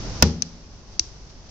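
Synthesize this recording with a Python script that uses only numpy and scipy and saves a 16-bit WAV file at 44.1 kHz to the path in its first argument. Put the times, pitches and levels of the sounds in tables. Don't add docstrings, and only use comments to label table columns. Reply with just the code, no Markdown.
import sys
import numpy as np
from scipy import signal
from scipy.fft import rfft, irfft
from scipy.io import wavfile

SR = 44100
rng = np.random.default_rng(int(sys.argv[2]) if len(sys.argv) > 2 else 0)


def store_pcm(level_fs):
    pcm = np.round(np.clip(level_fs, -1, 1) * 32767).astype(np.int16)
    wavfile.write(sys.argv[1], SR, np.atleast_2d(pcm).T)


def undo_db(level):
    steps = np.asarray(level, float) / 20
    return 10 ** steps


N = 66150


def times():
    return np.arange(N) / SR


def at_hz(points, hz):
    p = np.array(points)
    return np.interp(np.log(np.maximum(hz, 1)), np.log(p[:, 0]), p[:, 1])


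def rms_one(x):
    return x / np.sqrt(np.mean(x ** 2) + 1e-20)


def drift(rate_hz):
    r = np.exp(-80 * np.pi * rate_hz / SR)
    noise = rng.standard_normal(N // 40 + 2002)
    slow = signal.lfilter([1], [1, -2 * r, r * r], noise)[2000:]
    return np.interp(np.arange(N) / 40, np.arange(len(slow)), rms_one(slow))


def decay(since, t60):
    return (since >= 0) * undo_db(-60 * np.maximum(since, 0) / t60)


def band_pass(order, low_hz, high_hz, x):
    return signal.sosfilt(signal.butter(order, [low_hz, high_hz], "band", fs=SR, output="sos"), x)


# (frequency [Hz], likeness [-1 to 1])
LIKENESS = [(60, 0.82), (150, 0.91), (380, 0.86), (970, 0.65), (2460, -0.39), (6230, -0.14)]


def stereo_noise(db_of_hz):
    hz = np.fft.rfftfreq(N, 1 / SR)
    mid, side = rfft(rng.standard_normal((2, N)))
    alike = np.clip(at_hz(LIKENESS, hz), 0, 1)
    opposite = np.array([[1], [-1]])
    pair = np.sqrt(1 + alike) * mid + np.sqrt(1 - alike) * side * opposite
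    return irfft(pair * undo_db(db_of_hz(hz)), N) / np.sqrt(2)


def tilted_noise(slope_db, low_hz, high_hz):
    return stereo_noise(lambda hz: slope_db * np.log2(np.clip(hz, low_hz, high_hz) / 4000))


# (time [s], peak level [dB], room tail level [dB], tail tilt [dB per octave],
#             delay of low tones behind high ones [ms per kHz])
SNAPS = [
    (0.2238, -7.5, -38, -2.5, 0.051),
    (0.4211, -5, -44.5, 1.5, 0.404),
    (0.9940, 2.5, -40.5, 12.5, 0.459),
]
# (frequency [Hz], left level [dB], right level [dB], fade by 60 dB [s])
KNOCK_RING = [(786, -13.5, -24, 0.016), (940, -10, -21, 0.04), (1442, -9.5, -19.5, 0.039),
              (1802, -20.5, -16, 0.055), (2073, -17, -18.5, 0.012), (2580, -14.5, -7, 0.019),
              (3185, -14.5, -16.5, 0.0095), (3570, -20, -19, 0.034), (4608, -7.5, -9.5, 0.013),
              (5170, -10.5, 3.5, 0.0077), (5800, -15, -21, 0.019), (6090, 1, -21, 0.0081),
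              (7020, -17, -17.5, 0.0031), (7800, -16, -6, .008)]
SPARK_WEAK = [(1540, -30.5, -30.5, 0.015), (2500, -30.5, -19, .008), (3880, -24, -14.5, 0.0067),
              (4340, -20, -24, 0.012), (4676, -29, -5.5, 0.011), (5335, -1, -13.5, 0.0044),
              (6130, 4, -13, 0.0079), (7800, -30, -39, .008), (7810, -23, -45, .008)]
SPARK_STRONG = [(1410, -21, -44, 0.009), (2200, -36, -14, 0.016), (2647, -21.5, -9, 0.011),
                (3917, -16, -3.5, 0.0069), (4590, -4.5, 3.5, 0.0054), (5240, -26, 1.5, 0.011),
                (5486, 6.5, -29, 0.011), (6150, 7, -15, 0.0086), (6910, -10, -18, .007),
                (8700, -55, -57, .007)]
RISE_S, CREST_S, HOLD_S = 0.00039, 0.0006, 0.0023
SPREAD_CENTRE_HZ, LOUDEST_SPARK_DB = 6100, -1.6


def snaps():
    out = np.zeros((2, N))
    for (s, db, _, _, spread), modes in zip(SNAPS, (KNOCK_RING, SPARK_WEAK, SPARK_STRONG)):
        since = times() - s
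        rise = 1 - np.exp(-(np.maximum(since, 0) / RISE_S) ** 2)
        snap = 0
        for hz, left_db, right_db, t60 in modes:
            cycles = hz * (since - CREST_S) + spread / 2 * ((hz - SPREAD_CENTRE_HZ) / 1000) ** 2
            fade = decay(np.maximum(since - HOLD_S, 0), t60)
            wave = np.cos(2 * np.pi * cycles) * fade * rise
            snap = snap + undo_db(np.array([[left_db], [right_db]])) * wave
        out += undo_db(min(db, LOUDEST_SPARK_DB)) * snap / np.abs(snap).max()
    return out


EARLY_DB, EARLY_T60_S = 16, 0.038
ROOM_DB, LATE_T60_S = -5, 0.43
WALL_DB, WALL_TILT_DB, WALL_S, WALL_RISE_S = -1.3, 6, 0.024, 0.0064


def tails():
    out = 0
    for s, _, tail_db, tilt_db, _ in SNAPS:
        since = times() - s
        late = np.maximum(since - WALL_S, 0)
        early = undo_db(EARLY_DB) * decay(since - 0.001, EARLY_T60_S)
        near = early + undo_db(ROOM_DB) * decay(since, LATE_T60_S)
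        wall = undo_db(WALL_DB) * (1 - np.exp(-late / WALL_RISE_S)) * decay(late, LATE_T60_S)
        for shape, slope_db in ((near, tilt_db), (wall, WALL_TILT_DB)):
            out = out + undo_db(tail_db) * shape * tilted_noise(slope_db, 150, 5000)
    return out


# (frequency [Hz], level [dB], fade by 60 dB [s])
BENCH = [(79.7, -0.5, 0.35), (103.2, -10, 0.41), (154.7, -12, 0.65), (167.6, -9, 0.76), (212.4, -8.5, 0.44),
         (237.3, -14, 0.86), (371.3, -14.5, .32), (439.6, -20, .5), (469, -18, 0.37), (560, -25, .5),
         (803.5, -24, 0.3), (829.5, -30.5, 0.68), (958, -27.5, 0.11)]
# (time [s], frequency [Hz], level [dB], fade by 60 dB [s])
BUMPS = [
    (.997, 325, -34, 0.058),
    (1.008, 58, -29.5, 0.078),
    (1.068, 52, -36, 0.18),
    (1.216, 48, -32.5, 0.12),
]
BENCH_S, BENCH_DB, BENCH_RISE_S = 0.2268, -21, 0.0022
BENCH_RING_SCALE, BENCH_PAN_DB = 1.35, 0.9
BOOM_DB, BOOM_T60_S, BOOM_LOW_HZ, BOOM_HIGH_HZ = -33.5, 0.96, 131, 271
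RATTLE_DB, RATTLE_T60_S, RATTLE_LOW_HZ, RATTLE_HIGH_HZ = -45.5, 0.92, 280, 1270


def bench():
    since = times() - BENCH_S
    ring = 0
    for hz, db, t60 in BENCH:
        fade = decay(since, t60 * BENCH_RING_SCALE)
        ring = ring + undo_db(BENCH_DB + db) * np.sin(2 * np.pi * hz * since) * fade

    boom = rms_one(band_pass(2, BOOM_LOW_HZ, BOOM_HIGH_HZ, stereo_noise(np.zeros_like)))
    boom = boom * undo_db(BOOM_DB) * decay(since, BOOM_T60_S)
    rattle = rms_one(band_pass(1, RATTLE_LOW_HZ, RATTLE_HIGH_HZ, stereo_noise(np.zeros_like)))
    rattle = rattle * undo_db(RATTLE_DB) * decay(since, RATTLE_T60_S)

    swell = 1 - np.exp(-np.maximum(since, 0) / BENCH_RISE_S)
    out = (ring + boom + rattle) * swell
    for s, hz, db, t60 in BUMPS:
        after = times() - s
        out = out + undo_db(db) * np.sin(2 * np.pi * hz * after) * decay(after, t60)
    return out * undo_db(np.array([[BENCH_PAN_DB], [-BENCH_PAN_DB]]))


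# (time [s], length [s], level [dB])
RUSTLES = [
    (.53, .02, -83),
    (.94, 0.069, -52.5),
    (1.30, 0.027, -52),
    (1.39, 0.014, -73.5),
    (1.465, .02, -55),
    (1.495, 0.012, -47),
]


def rustles():
    shape = sum(undo_db(db) * np.exp(-(2 * (times() - s) / length) ** 2) for s, length, db in RUSTLES)
    return shape * tilted_noise(4.5, 300, 4000)


# (time [s], frequency [Hz], level [dB])
CREAK = [
    (.76, 900, -75),
    (.80, 960, -61),
    (.845, 1060, -60),
    (.89, 1020, -61),
    (.915, 990, -75),
]


def creak():
    s, hz, db = np.transpose(CREAK)
    pitch = np.interp(times(), s, hz) * (1 + 0.024 * drift(61.7))
    level = undo_db(np.interp(times(), s, db, left=-120, right=-120)) * drift(45)
    return level * np.sin(2 * np.pi * np.cumsum(pitch) / SR)


# (frequency [Hz], level [dB per Hz])
AIR = [(22, -6.5), (46, 1), (75, -4.5), (250, -15), (900, -23.5), (1800, -29.5), (4000, -33.5),
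       (8000, -31.5)]
AIR_DB, AIR_PATCH_DB, AIR_PATCH_RATE_HZ = -44, 0.6, 12


def air():
    swell = undo_db(AIR_PATCH_DB * drift(AIR_PATCH_RATE_HZ))
    return undo_db(AIR_DB) * swell * rms_one(stereo_noise(lambda hz: at_hz(AIR, hz)))


# (resonance [Hz], width [Hz], lift [dB], roll-off [Hz])
PORTS = [(5834, 490, 14, 6800), (5095, 970, 15.5, 4700)]


def ports(x):
    out = []
    for side, (hz, width_hz, lift_db, roll_hz) in zip(x, PORTS):
        r = np.exp(-np.pi * width_hz / SR)
        feed = np.array([1, 0, -1]) * (1 - r * r) / 2
        peak = signal.lfilter(feed, [1, -2 * r * np.cos(2 * np.pi * hz / SR), r * r], side)
        lifted = side + (undo_db(lift_db) - 1) * peak
        out.append(signal.sosfilt(signal.butter(4, roll_hz, fs=SR, output="sos"), lifted))
    return np.array(out)


def scene():
    return ports(air() + tails() + rustles() + bench() + creak()) + snaps()


def top_cut(x):
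    return signal.sosfilt(signal.butter(12, 21000, fs=SR, output="sos"), x)


CUTOFF_HZ, PREAMP_CUT_HZ, CEILING = 8350, 15800, 1.0
GAIN_DROP_DB, GAIN_START_S, GAIN_FALL_TIME_S = 13, 0.2305, 0.08


def record(dry):
    x = signal.sosfilt(signal.cheby2(10, 50, CUTOFF_HZ * 1.06, fs=SR, output="sos"), dry)
    extra_gain = np.exp(-np.maximum(times() - GAIN_START_S, 0) / GAIN_FALL_TIME_S)
    x = np.clip(x * undo_db(GAIN_DROP_DB * extra_gain), -CEILING, CEILING)
    x = signal.sosfilt(signal.butter(8, PREAMP_CUT_HZ, fs=SR, output="sos"), x)
    return top_cut(x)


dry = scene()
out = record(dry)
store_pcm(out)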